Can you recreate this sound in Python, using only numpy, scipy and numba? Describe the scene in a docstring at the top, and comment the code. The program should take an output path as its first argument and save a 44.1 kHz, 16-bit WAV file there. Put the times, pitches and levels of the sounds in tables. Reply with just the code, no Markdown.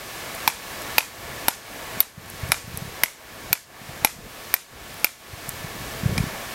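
"""A hand hammer forges hot iron on a stone block outdoors, before one microphone.
Throughout, filtered noise and wavering sines make a gas burner roar, hiss and whistle; wind buffets.
Noise-burst ticks of a loose pliers joint start just before the first blow. Ten blows follow about 0.5 s
apart, each a noise crack with damped modes of iron, stone and steel, wall echoes and a yard tail.
Gain drops after blows, and their first cycles clip. Strong eddies lead up to a last, weak blow."""
import sys
import numpy as np
from scipy import signal
from scipy.fft import rfft, irfft, next_fast_len
from scipy.io import wavfile
from scipy.ndimage import map_coordinates
from numba import njit

SR = 44100
rng = np.random.default_rng(int(sys.argv[2]) if len(sys.argv) > 2 else 0)


def persist_wave(psi):
    """Save psi, clipped to +-1, as 16-bit WAV."""
    counts = np.round(np.clip(psi, -1, 1) * 32767).astype(np.int16)
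    wavfile.write(sys.argv[1], SR, np.atleast_2d(counts).T)


def invert_db(x):
    """Field ratio 10**(x/20) for x, a level in decibels (scalar or array-like)."""
    u = np.asarray(x, float) / 20
    return 10 ** u


N = 288414

# burner roar level: start_s, level_db
ROAR_LEVEL = [(0, -38.5), (.7, -33), (1.4, -32.5), (2.1, -32.5), (2.8, -32.5), (3.5, -35.5), (4.2, -34),
              (4.9, -34), (5.6, -32), (6.54, -34.5)]
# burner spectra: pitch_hz, density_db (per Hz, relative)
ROAR_SPECTRUM = [(88, -1), (150, -4.5), (344, -4.5), (599, -3), (648, 0), (810, -4.5), (1110, -4.5),
                 (1510, -6.5), (1700, -3), (1830, -6), (2300, -8), (2480, -11), (3500, -46), (4550, -88),
                 (7700, -120)]
HISS_SPECTRUM = [(1500, -15), (2600, -2), (3740, -4), (6210, -7.5), (10500, -11), (12500, -9), (15850, -14),
                 (16000, -59)]
# burner whistles: pitch_hz, level_db (peak against roar rms)
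WHISTLES = [(1113, -11), (1750, -11), (2228, -13)]
# wind buffeting level: start_s, level_db
BUFFET_LEVEL = [(0, -58), (.6, -62), (1.05, -62), (1.27, -38.5), (1.7, -52), (2.15, -38), (2.9, -33.5),
                (3.1, -63), (3.4, -34.5), (3.72, -48), (4.25, -28.5), (4.45, -97), (4.75, -34.5),
                (5.25, -51), (5.5, -39), (5.95, -34), (6.14, -25.5), (6.54, -56)]
# wind buffeting spectrum: pitch_hz, density_db (per Hz, relative)
BUFFET_SPECTRUM = [(12, -54), (20, -4.5), (125, -5), (158, -15), (189, -14), (428, -16.5), (490, -14),
                   (700, -30), (910, -55), (1540, -120)]
# strongest eddies: centre_s, peak_db, pitch_hz
STRONG_EDDIES = [(1.975, -23, 168), (2.181, -12.5, 143), (2.436, -11.5, 95), (2.456, -22, 121),
                 (2.498, -16.5, 130), (2.68, -17.5, 159), (2.745, -14, 119), (2.777, -20, 109),
                 (2.824, -14, 141), (2.855, -20, 148), (3.509, -23, 135), (3.818, -22, 164),
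                 (3.895, -22.5, 139), (4.19, -16.5, 162), (5.338, -19, 100), (5.488, -21.5, 128),
                 (5.647, -17.5, 138), (6.037, -14, 152), (6.062, -6, 126), (6.128, -14, 147),
                 (6.185, -11, 163), (6.207, -10, 120), (6.24, -16, 192)]
# ticks of the loose pliers joint: start_s, level_db
PLIERS_TICKS = [(0.3495, -26), (0.8192, -25), (2.2608, -30), (2.2844, -33), (2.3006, -18.5), (2.4049, -32),
                (2.4892, -27), (2.774, -11.5), (4.942, -26), (4.9806, -32), (4.998, -29), (5.492, -11)]
# tick spectrum: pitch_hz, density_db (per Hz, relative)
TICK_SPECTRUM = [(1500, -25), (4000, -3), (8000, 12.5), (12000, 18), (16000, 5), (16800, -40)]
# single wall echoes: delay_s, level_db, centre_hz, width_hz
WALL_ECHOES = [(.0095, -13, 2160, 2500), (0.0237, -7.5, 2300, 1990), (.046, -14, 1408, 900)]
# scattered yard echo, decay by band: pitch_hz, t60_s
YARD_DECAY = [(300, 0.067), (1000, 0.12), (3000, 0.42), (7000, 0.34), (14000, 0.34)]
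# scattered yard echo, tone: pitch_hz, level_db
YARD_SPECTRUM = [(300, 6), (1000, 10), (3000, -4), (7000, 1), (14000, -7), (15800, -36), (16200, -56)]
# blows: start_s, crack_db, then against the crack: stone_db, piece_db, head_high_db
HAMMER_BLOWS = [(0.4765, -1.5, 2, -4, -1.5), (0.9819, 2.5, -0.5, -7, -3), (1.483, 1.5, 2.5, -10.5, -12),
                (2.004, 5, -16, -11, 4), (2.5189, 3.5, -2, -2.5, -15), (3.0352, 4, -4, -7.5, 0.5),
                (3.529, 5.5, -4, -8, -4), (4.0474, 6, -3, -5.5, -51), (4.5401, 5, -22, -8.5, 5),
                (5.0447, 5, -13, -8, 4), (6.1789, -16, 2, 1, -18)]
# crack spectrum: pitch_hz, density_db (per Hz, relative)
CRACK_SPECTRUM = [(200, -23), (600, 7.5), (2000, 2.5), (5000, 2.5), (8000, 2), (12000, 8), (16000, -37)]
# damped modes of stone, work piece, pliers jaws and hammer head: pitch_hz, level_db, t60_s, rise_s
STONE_MODES = [(277, -13, 0.021, 0.0019), (550, -13, 0.021, 0.0013), (891, 4.5, 0.017, 0.0016),
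               (1348, -2, 0.014, 0.0017)]
PIECE_MODES = [(2010, 6.6, 0.011, 0.00078), (2393, 5, 0.023, 0.00052)]
JAW_MODES = [(3100, -6, .01, .0005), (3800, -4, .025, .0005), (4600, -2, .01, .0003),
             (5200, 0, .012, .0003), (5650, -15, .06, .0003)]
HEAD_LOW_MODES = [(11250, -17, .09, .0002), (11750, 0, .03, .0002)]
HEAD_HIGH_MODES = [(14050, 0, .026, .0002)]
# phase wander of stone, piece, jaws, head low, head high (cycles per root second)
PHASE_WANDER = (3, 4, 7, 2.5, 2.5)


def unit(x):
    """Scaled to rms 1."""
    return x / np.sqrt(np.mean(x ** 2) + 1e-20)


def curve(rows):
    """(s, value) rows interpolated to one value per sample."""
    s, value = np.transpose(rows)
    return np.interp(np.arange(N) / SR, s, value)


def along(points, hz):
    """(Hz, value) points on a log frequency axis."""
    f, v = np.transpose(points)
    return np.interp(np.log(hz + 1), np.log(f + 1), v)


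def wobble(rate_hz):
    """Smooth random curve with rate_hz knots a second."""
    knots = rng.standard_normal(int(N * rate_hz / SR) + 4)
    return map_coordinates(knots, [np.arange(N) * rate_hz / SR])


def filtered(x, response):
    """x times a complex response of frequency."""
    m = next_fast_len(len(x) + 8192)
    return irfft(rfft(x, m) * response(np.fft.rfftfreq(m, 1 / SR)), m)[:len(x)]


def noise(n, spectrum):
    """Coloured noise of rms 1."""
    return unit(filtered(rng.standard_normal(n), lambda hz: invert_db(along(spectrum, hz))))


def wind():
    """Lumpy buffeting, and single eddies that thump the diaphragm for a cycle or two."""
    weak_count, above_buffet_db, spread_db = 60, 13, 5.5
    lowest_hz, range_octaves = 110, 0.61
    buffet_db = curve(BUFFET_LEVEL)

    when, drop, pitch = rng.random((weak_count, 3)).T
    weak_db = buffet_db[(when * N).astype(int)] + above_buffet_db - spread_db * drop
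    weak_hz = lowest_hz * 2 ** (range_octaves * pitch)
    eddies = np.r_[STRONG_EDDIES, np.c_[when * N / SR, weak_db, weak_hz]]

    half = SR // 25
    t = np.arange(-half, half) / SR
    thumps = np.zeros(N + 2 * half)
    for (s, db, hz), (phase, span) in zip(eddies, rng.random((len(eddies), 2))):
        cycles = .4 + .35 * span
        envelope = invert_db(db) * np.exp(-(t * hz / cycles) ** 2)
        thumps[round(s * SR):][:len(t)] += envelope * np.cos(2 * np.pi * (hz * t + phase))

    buffeting = unit(invert_db(2.2 * wobble(41)) * noise(N, BUFFET_SPECTRUM))
    return thumps[half:N + half] + invert_db(buffet_db) * buffeting


def burner():
    """Gas turbulence: an unsteady roar with thin wavering whistles, under a smooth hiss."""
    hiss_db, hiss_follow_db_per_db = -2, 0.73  # hiss against the mean roar
    roar_db = curve(ROAR_LEVEL)
    mean_db = roar_db.mean()
    hiss_level_db = mean_db + hiss_db + hiss_follow_db_per_db * (roar_db - mean_db)

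    t = np.arange(N) / SR
    whistle = np.zeros(N)
    for hz, db in WHISTLES:
        level = invert_db(db + 1.5 * wobble(8))
        whistle += level * np.sin(2 * np.pi * hz * t + .8 * wobble(12))

    roar = invert_db(roar_db + .7 * wobble(11)) * (noise(N, ROAR_SPECTRUM) + whistle)
    hiss = invert_db(hiss_level_db + .6 * wobble(7)) * noise(N, HISS_SPECTRUM)
    return roar + hiss


def pliers():
    """Loose joint, steel on steel: thin bright ticks of decaying noise."""
    t60_s = 0.0099
    out, t = np.zeros(N + SR), np.arange(SR // 10) / SR
    for s, db in PLIERS_TICKS:
        out[round(s * SR):][:len(t)] += invert_db(db - 60 * t / t60_s) * noise(len(t), TICK_SPECTRUM)
    return out[:N]


def ring(modes, t, spread_db, wander):
    """Damped modes at new strengths; grinding contact makes their phases wander."""
    out = np.zeros(len(t))
    for hz, db, t60_s, rise_s in modes:
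        envelope = invert_db(db + spread_db * rng.normal() - 60 * t / t60_s) * (1 - np.exp(-t / rise_s))
        drift = rng.random() + wander * np.cumsum(rng.standard_normal(len(t))) * np.sqrt(1 / SR)
        out += envelope * np.sin(2 * np.pi * (hz * t + drift))
    return out


def wall(x, delay_s, centre_hz, width_hz):
    """One reflection: delayed and band-passed."""
    def response(hz):
        band = 1j * hz * width_hz / (centre_hz ** 2 - hz ** 2 + 1j * hz * width_hz)
        return band * np.exp(-2j * np.pi * hz * delay_s)
    return filtered(x, response)


def yard_tail(n):
    """Scattered echo: noise of unit energy that swells and dies by band."""
    swell_s = 0.042
    hz, t, z = signal.stft(rng.standard_normal(n), SR, nperseg=256)
    level_db = along(YARD_SPECTRUM, hz)[:, None] - 60 * t / along(YARD_DECAY, hz)[:, None]
    shape = invert_db(level_db) * (1 - np.exp(-t / swell_s))
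    tail = signal.istft(z * shape, SR, nperseg=256)[1]
    return tail / np.linalg.norm(tail)


def echoes(crack, tones):
    """Direct sound, three wall copies with tones reduced, and a yard tail mostly of the crack."""
    wall_tones_db, yard_db, smear_db = -6, -8.5, -25
    out = crack + tones
    to_walls = crack + invert_db(wall_tones_db) * tones
    for delay_s, db, centre_hz, width_hz in WALL_ECHOES:
        out = out + invert_db(db) * wall(to_walls, delay_s, centre_hz, width_hz)
    tail = yard_tail(len(crack))
    spray = np.linalg.norm(crack) * tail[:len(crack)]  # the short crack excites every frequency alike
    smear = signal.fftconvolve(tones, tail)[:len(crack)]
    return out + invert_db(yard_db) * spray + invert_db(smear_db) * smear


def hammer():
    """A short crack of contact, then head, pliers jaws, work piece and stone ring out."""
    # harder jolts on the stone rattle the jaws more
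    jaws_db, jaws_follow_db_per_db = -3.5, 0.43
    # square blows that reach the stone also ring the head's low pair; soft blows hardly do
    head_low_db, head_follow_db_per_db = -1.5, 0.21
    soft_db, soft_dulls_db_per_db = 2, 2.2
    bodies = STONE_MODES, PIECE_MODES, JAW_MODES, HEAD_LOW_MODES, HEAD_HIGH_MODES

    out, t = np.zeros(N + SR), np.arange(SR // 2) / SR
    snap = invert_db(-60 * t / 0.0035)
    chatter = invert_db(-14 - 60 * t / 0.039) + invert_db(-22 - 60 * t / 0.14)  # iron on rough stone
    crack_envelope = (snap + chatter) * (1 - np.exp(-t / .00015))

    for s, db, stone_db, piece_db, high_db in HAMMER_BLOWS:
        rattle_db = jaws_db + jaws_follow_db_per_db * stone_db
        low_db = head_low_db + head_follow_db_per_db * stone_db
        low_db += soft_dulls_db_per_db * min(db - soft_db, 0)
        levels_db = stone_db, piece_db, rattle_db, low_db, high_db

        crack = crack_envelope * noise(len(t), CRACK_SPECTRUM)
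        tones = np.zeros(len(t))
        for modes, wander, level_db in zip(bodies, PHASE_WANDER, levels_db):
            tones += invert_db(level_db) * ring(modes, t, spread_db=3.5, wander=wander)
        out[round(s * SR):][:len(t)] += invert_db(db) * echoes(crack, tones)
    return out[:N]


def scene():
    """One microphone feeds both channels."""
    return np.tile(wind() + burner() + pliers() + hammer(), (2, 1))


@njit
def ducking(over_db, start_db, grab, hold, release, creep, recover):
    """Gain cut in dB: a quick stage follows the held peak; a slow stage builds up over many blows."""
    cut = np.zeros(len(over_db))
    held, quick, slow, wait = start_db, start_db, 0., .5 * hold
    for i in range(len(over_db)):
        if over_db[i] > held:
            held, wait = over_db[i], hold
        elif wait > 0:
            wait -= 1
        else:
            held -= release * held
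        quick += grab * (held - quick)
        slow += creep * quick - recover * slow
        cut[i] = quick + slow
    return cut


def gain_control(x):
    """Cuts gain after peaks, most keenly treble ones; starts low from an earlier blow."""
    threshold_db, cut_db_per_db = -4, 0.53
    grab_s, hold_s, release_s = 0.0019, .13, .13
    sensed = filtered(x[0], lambda hz: .3 + (hz / 9000) ** 3 * (hz < 15000))
    over_db = cut_db_per_db * (20 * np.log10(np.abs(sensed) + 1e-9) - threshold_db)
    cut_db = ducking(over_db, start_db=1.5, grab=1 / (grab_s * SR), hold=hold_s * SR,
                     release=1 / (release_s * SR), creep=1.2 / SR, recover=1.3 / SR)
    return x * invert_db(-cut_db)


def overload(x):
    """Smooth saturation towards 0.9 of full scale."""
    return x / (1 + np.abs(x / .9) ** 4) ** (1 / 4)


def bass_cut(x):
    """Two first-order high-passes at 32 Hz."""
    return np.array([filtered(side, lambda hz: (hz / (hz - 1j * 32)) ** 2) for side in x])


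def roll_off(x):
    """The treble ends steeply here."""
    return signal.sosfilt(signal.butter(12, 16820, fs=SR, output="sos"), x)


def record(dry):
    """Gain control lags the blows, so their first cycles overload; then a bass cut."""
    mix = bass_cut(overload(gain_control(dry)))
    return roll_off(mix)


dry = scene()
out = record(dry)
persist_wave(out)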